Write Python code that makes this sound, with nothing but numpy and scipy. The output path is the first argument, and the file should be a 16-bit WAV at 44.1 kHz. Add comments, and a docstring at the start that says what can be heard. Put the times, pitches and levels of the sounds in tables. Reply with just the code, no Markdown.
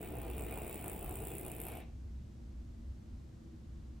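"""One long cat hiss

A cat hisses in a quiet room with a wooden floor, then shuts its mouth. Breath rushes through
the throat and the open mouth; saliva flutters in it, about sixty spits a second, and sizzles past
the teeth. The room rings briefly, leaving a low rumble, a faint drone and soft air noise."""
import sys
import numpy as np
from scipy import signal
from scipy.fft import rfft, irfft
from scipy.io import wavfile
from scipy.ndimage import map_coordinates

SR = 44100
rng = np.random.default_rng(int(sys.argv[2]) if len(sys.argv) > 2 else 0)


def log_audio(samples):
    """Write samples as a 16-bit WAV file to the path given in sys.argv[1]."""
    # one column per channel
    frames = np.atleast_2d(samples).T
    # limit to full scale, then quantise
    limited = np.clip(frames, -1, 1)
    pcm = np.round(limited * 32767).astype(np.int16)
    wavfile.write(sys.argv[1], SR, pcm)


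N = 176400
T = np.arange(N) / SR
HZ = np.maximum(np.arange(N // 2 + 1) * SR / N, 1)
MOUTH_SHUT_S = 1.81


# Push of the breath, before each layer's trim: time_s, low_throat_db, upper_throat_db, mouth_db
BREATH_PUSH = [(0, -49.5, -59.5, -63), (.14, -50, -53, -62.5), (.21, -51.5, -55, -62), (.35, -51, -54, -62),
               (.53, -47.5, -51.5, -58.5), (.62, -50.5, -54.5, -59), (.77, -51, -55.5, -60.5),
               (.88, -51.5, -53, -59.5), (.97, -52.5, -58, -63), (1.11, -53, -53, -61),
               (1.21, -51.5, -57.5, -62.5), (1.31, -51, -55, -60.5), (1.39, -51, -62.5, -63.5),
               (1.47, -50.5, -52.5, -61.5), (1.55, -51.5, -60.5, -62.5), (1.66, -54, -54.5, -60.5),
               (1.73, -51, -51.5, -58.5), (1.8, -59, -59, -62)]
# Dark colour of the throat: frequency_hz, gain_db
THROAT_COLOUR = [(85, -6), (120, 5), (170, -6), (255, 0), (335, 0), (400, 0), (470, -1.5), (600, -4),
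                 (790, -3.5), (950, -12.5), (1200, -16.5), (1450, -18.5), (1900, -32), (4000, -48),
                 (6500, -50)]

def throat(puffs, roughness=.28, split_hz=593):
    """A hollow rush from deep in the throat; its upper part swells when the cat pushes harder."""
    low_db, upper_db, _ = in_time(BREATH_PUSH)
    rush = coloured(rng.standard_normal(N) * (1 + roughness * puffs), THROAT_COLOUR)
    low = irfft(rfft(rush) / (1 + (HZ / split_hz) ** 10), N)
    rush = unit_power(low) * from_db(low_db + 2) + unit_power(rush - low) * from_db(upper_db - 1)
    unsteady_airflow = waver(depth_db=1.5, rate_hz=22.5)
    return rush * unsteady_airflow * release(t60_s=.3)


# Formants of the wide-open mouth: pitch_hz, width_hz, gain_db
MOUTH_FORMANTS = [(2020, 1520, 2.5), (2450, 620, 2), (2530, 250, -4), (2938, 290, -6.5), (3560, 250, -9)]

def mouth(puffs, roughness=.24):
    """Turbulence rings in the mouth's resonances, which flicker and stray as tongue and jaw tremble."""
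    _, _, mouth_db = in_time(BREATH_PUSH)
    rush = sum(from_db(db) * waver(depth_db=1.7, rate_hz=54) * wander(noise_band(hz, width), share=.05)
               for hz, width, db in MOUTH_FORMANTS)
    return unit_power(rush * (1 + roughness * puffs)) * from_db(mouth_db + 1) * release(t60_s=.22)


# Ride of the sizzle and its topmost ring: time_s, sizzle_db, top_db, tilt_db_per_octave
SIZZLE_RIDE = [(0, -60, -55, -7), (.18, -64.5, -60, -3), (.42, -58, -55, -12), (.62, -57, -57, 0),
               (.76, -56.5, -55, -9), (.87, -55.5, -56, 0), (.98, -59, -55, 0), (1.12, -55.5, -56, 4),
               (1.36, -54.5, -53.5, 2.5), (1.54, -58, -62, 7), (1.68, -52, -63.5, 13), (1.78, -62, -70, 0)]
# Resonances of the gaps between the teeth: pitch_hz, width_hz, gain_db
TOOTH_GAPS = [(7500, 300, -7.5), (8160, 850, 2), (9650, 650, 4.5), (11100, 1200, -5), (12360, 380, 1),
              (13700, 540, -7.5)]

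def teeth(puffs, accent_db, spit_tilt_db, low_edge_hz=7050, leak_db=-25.5):
    """Each puff spits noise through the teeth, with a colour of its own, over a steady fine spray."""
    sizzle_db, top_db, tilt_db = in_time(SIZZLE_RIDE)
    spits, spray = from_db(.5) * puffs, from_db(-5)
    spit_jets = spits * from_db(accent_db) * gap_shares(tilt_db + spit_tilt_db)
    jets = np.hypot(spit_jets, spray * gap_shares(tilt_db))
    rings = np.zeros(N)
    for jet, (hz, width, _) in zip(jets, TOOTH_GAPS):
        flicker = waver(depth_db=1.3, rate_hz=30)  # saliva keeps changing the gaps
        ring = wander(resonate(rng.standard_normal(N), hz, width), share=.008)
        rings += jet * flicker * unit_power(ring)
    bright = signal.sosfilt(signal.butter(20, low_edge_hz, "high", fs=SR, output="sos"), rings)
    flow = np.hypot(spits, spray)
    sizzle = bright + from_db(leak_db) * flow * rng.standard_normal(N)
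    top_ring = flow * noise_band(hz=15470, width_hz=1400)
    return (sizzle * from_db(sizzle_db) + top_ring * from_db(top_db)) * release(t60_s=.025)


def gap_shares(tilt_db):
    """How the jet divides among the tooth gaps at a given tilt per octave; unit power."""
    gains = np.array([from_db(db + tilt_db * np.log2(hz)) for hz, _, db in TOOTH_GAPS])
    return gains / np.linalg.norm(gains, axis=0)


# Spits that stand out as wet ticks: start_s, accent_db, tilt_db_per_octave
WET_TICKS = [(.029, 0, -5), (0.186, 4, 15), (.217, 8.5, 10), (.381, 2, -10), (.422, 1.5, -11),
             (.511, 2, 25), (0.525, -3, -1), (0.728, -1, -7), (.744, 1, -6), (.843, 3.5, 8), (.881, 3, 9),
             (.898, 4, -17), (1.028, 2, 10), (1.094, 3, 10), (1.156, 0.5, 3), (1.271, -0.5, -20),
             (1.284, 0, -8), (1.383, 1.5, 9), (1.482, 1, -3), (1.517, 5, -6), (1.602, 1, -2), (1.616, 1, 4),
             (1.653, 0.5, 10), (1.685, -2, 8), (1.772, 1.5, 4)]

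def flutter(rate_hz=62, jitter_cycles=.13, size_range_db=7, tilt_spread_db=7, puff_width_s=.0011):
    """Saliva flaps in the breath: uneven puffs in step with the wet ticks, plus their accent and tilt."""
    tick_s, tick_db, tick_tilt_db = np.transpose(WET_TICKS)
    marks_s = np.r_[0, tick_s, T[-1]]
    flaps_between = np.maximum(np.round(np.diff(marks_s) * rate_hz), 1)
    cycles = np.r_[0, np.cumsum(flaps_between)].astype(int)
    count, ticks = cycles[-1], cycles[1:-1]
    late, tilt_db = rng.standard_normal((count, 2)).T * [[jitter_cycles], [tilt_spread_db]]
    size_db, accent_db = -size_range_db * rng.random(count), np.zeros(count)
    late[ticks] = size_db[ticks] = 0  # ticks land on time and at full size
    accent_db[ticks], tilt_db[ticks] = tick_db, tick_tilt_db
    puff_s = np.interp(np.arange(count) + late, cycles, marks_s)
    clicks = np.zeros(N)
    clicks[(puff_s * SR).astype(int)] = from_db(size_db)
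    lag_s = np.arange(-SR // 100, SR // 100) / SR
    puff_shape = 1 / np.cosh(lag_s / puff_width_s * np.pi / 2)
    puffs = unit_power(signal.fftconvolve(clicks, puff_shape, "same"))
    return puffs, np.interp(T, puff_s, accent_db), np.interp(T, puff_s, tilt_db)


def release(t60_s):
    """Full until the mouth shuts, then dying away."""
    return np.exp(-np.log(1000) * np.maximum(T - MOUTH_SHUT_S, 0) / t60_s)


def wander(x, share, rate_hz=9):
    """The pitch of a resonance strays as tongue and jaw move."""
    return map_coordinates(x, [np.cumsum(1 + share * drift(rate_hz))], mode="mirror")


# Stereo image of the cat, as the phase lead of left over right: frequency_hz, lead_rad
LEFT_LEAD = [(100, 0.3), (2200, -0.81), (2900, 1), (3600, 0.4), (5000, 1), (7400, -1.86), (11000, -1.12),
             (15800, -1.83)]

def room(x, wet_db, t60_s, predelay_s=.0023):
    """Direct sound reaches left and right, followed by the room's short diffuse tail."""
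    arrivals = irfft(np.exp(.5j * over_hz(LEFT_LEAD) * np.array([[1], [-1]])), N)
    arrivals = np.roll(arrivals, 128, axis=1)[:, :257]  # short, centred impulse responses
    direct = np.array([signal.fftconvolve(x, side, "same") for side in arrivals])
    t = T[:SR // 2]
    tail = diffuse_noise()[:, :len(t)] * np.exp(-np.log(1000) * t / t60_s) * (t > predelay_s)
    tail /= np.linalg.norm(tail, axis=1, keepdims=True)
    wet = signal.fftconvolve(x[None], tail, axes=1)[:, :N]
    return (direct + from_db(wet_db) * wet) / np.hypot(1, from_db(wet_db))


# Low room modes, before the swell: pitch_hz, width_hz, level_db
ROOM_MODES = [(60.86, 18, -48.5), (42.4, 26, -57)]
# Swell of the building's rumble: time_s, gain_db
RUMBLE_SWELL = [(0, -3.5), (.33, 4.5), (.5, 1.5), (.85, -4.5), (1.08, 4), (1.3, -4), (1.65, -2.5),
                (2.0, 0.5), (2.18, 4), (2.3, -7), (2.5, 1.5), (2.83, -3), (2.9, 8.5), (2.96, -7.5),
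                (3.02, -10), (3.14, 1.5), (3.35, -13), (3.75, 1), (4, -3)]

def rumble(unevenness=.4):
    """The building excites the low room modes; their chance beating is partly evened out."""
    modes = sum(from_db(db) * noise_band(hz, width) for hz, width, db in ROOM_MODES)
    envelope = np.sqrt(np.abs(signal.hilbert(modes)) ** 2 + unevenness * np.mean(modes ** 2))
    return unit_power(modes / envelope) * np.std(modes) * from_db(in_time(RUMBLE_SWELL)[0])


# Bands of the house drone, before the waver: pitch_hz, width_hz, level_db
DRONE_BANDS = [(228.7, 20.4, -66), (326, 39, -69.5)]

def drone():
    """The house drones faintly in two narrow bands that come and go."""
    bands = sum(from_db(db) * noise_band(hz, width) for hz, width, db in DRONE_BANDS)
    return bands * waver(depth_db=3, rate_hz=5.6)


# Colour of the room tone: frequency_hz, gain_db
AIR_COLOUR = [(25, -9.5), (90, 0.5), (122, -0.5), (145, -6.5), (240, -5), (280, -13.5), (340, -12),
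              (390, -20.5), (510, -21.5), (800, -28.5), (1240, -32), (2500, -37.5), (6200, -40.5),
              (8500, -44), (10000, -50.5), (13000, -48), (14300, -79)]

def air(level_db=-53.5):
    """Faint, dark air noise fills the room."""
    return from_db(level_db) * coloured(diffuse_noise(), AIR_COLOUR)


# Likeness of left and right in the diffuse sound: frequency_hz, correlation
STEREO_LIKENESS = [(80, 0.97), (200, 0.9), (400, 0.11), (1000, 0.033), (4000, 0.47), (12000, 0.19)]

def diffuse_noise():
    """Noise from all around: alike on both sides in the bass, less so higher up."""
    alike = np.clip(over_hz(STEREO_LIKENESS), 0, 1)
    mid, side = rfft(rng.standard_normal((2, N)))
    return irfft(np.sqrt(1 + alike) * mid + np.sqrt(1 - alike) * side * [[1], [-1]], N)


def from_db(db):
    """Decibels to gain."""
    return 10 ** (np.asarray(db) / 20)


def unit_power(x):
    """Scale to an RMS of one."""
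    return x / np.sqrt(np.mean(x ** 2) + 1e-20)


def in_time(rows):
    """Each column of an automation curve, sample by sample."""
    time_s, *columns = np.transpose(rows)
    return [np.interp(T, time_s, column) for column in columns]


def over_hz(points):
    """Points joined by straight lines over log frequency."""
    hz, value = np.transpose(points)
    return np.interp(np.log(HZ), np.log(hz), value)


def coloured(x, spectrum):
    """Give noise a colour that falls away below its lowest point; unit power."""
    gain = from_db(over_hz(spectrum)) * np.minimum(HZ / spectrum[0][0], 1) ** 4
    return unit_power(irfft(rfft(x) * gain, N))


def resonate(x, hz, width_hz):
    """One resonance with unit gain at its peak."""
    r = np.exp(-np.pi * width_hz / SR)
    feedback = [1, -2 * r * np.cos(2 * np.pi * hz / SR), r * r]
    return signal.lfilter(np.array([1, 0, -1]) * (1 - r * r) / 2, feedback, x)


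def noise_band(hz, width_hz):
    """Noise sent twice through a resonance, already settled; unit power."""
    once = resonate(rng.standard_normal(N + SR), hz, width_hz)
    return unit_power(resonate(once, hz, width_hz)[SR:])


def drift(rate_hz):
    """Smooth random motion, mostly slower than rate_hz; unit power."""
    return unit_power(irfft(rfft(rng.standard_normal(N)) / (1 + (HZ / rate_hz) ** 2), N))


def waver(depth_db, rate_hz):
    """A gain that drifts at random around one."""
    return from_db(depth_db * drift(rate_hz))


def scene():
    """One flutter roughens all three layers of the hiss, over the bed of the quiet room."""
    puffs, accent_db, tilt_db = flutter()
    hiss = room(throat(puffs), wet_db=-3.5, t60_s=.27)
    hiss += room(mouth(puffs), wet_db=-5, t60_s=.27)
    hiss += room(teeth(puffs, accent_db, tilt_db), wet_db=-8.5, t60_s=.15)
    return hiss + rumble() + drone() + air()


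def record(dry, fade_s=.008, cutoff_hz=15850):
    """Both ends fade quickly and the very top is cut steeply."""
    fades = np.clip(np.minimum(T, T[-1] - T) / fade_s, 0, 1)
    return signal.sosfilt(signal.ellip(12, .2, 80, cutoff_hz, fs=SR, output="sos"), dry * fades)


dry = scene()
out = record(dry)
log_audio(out)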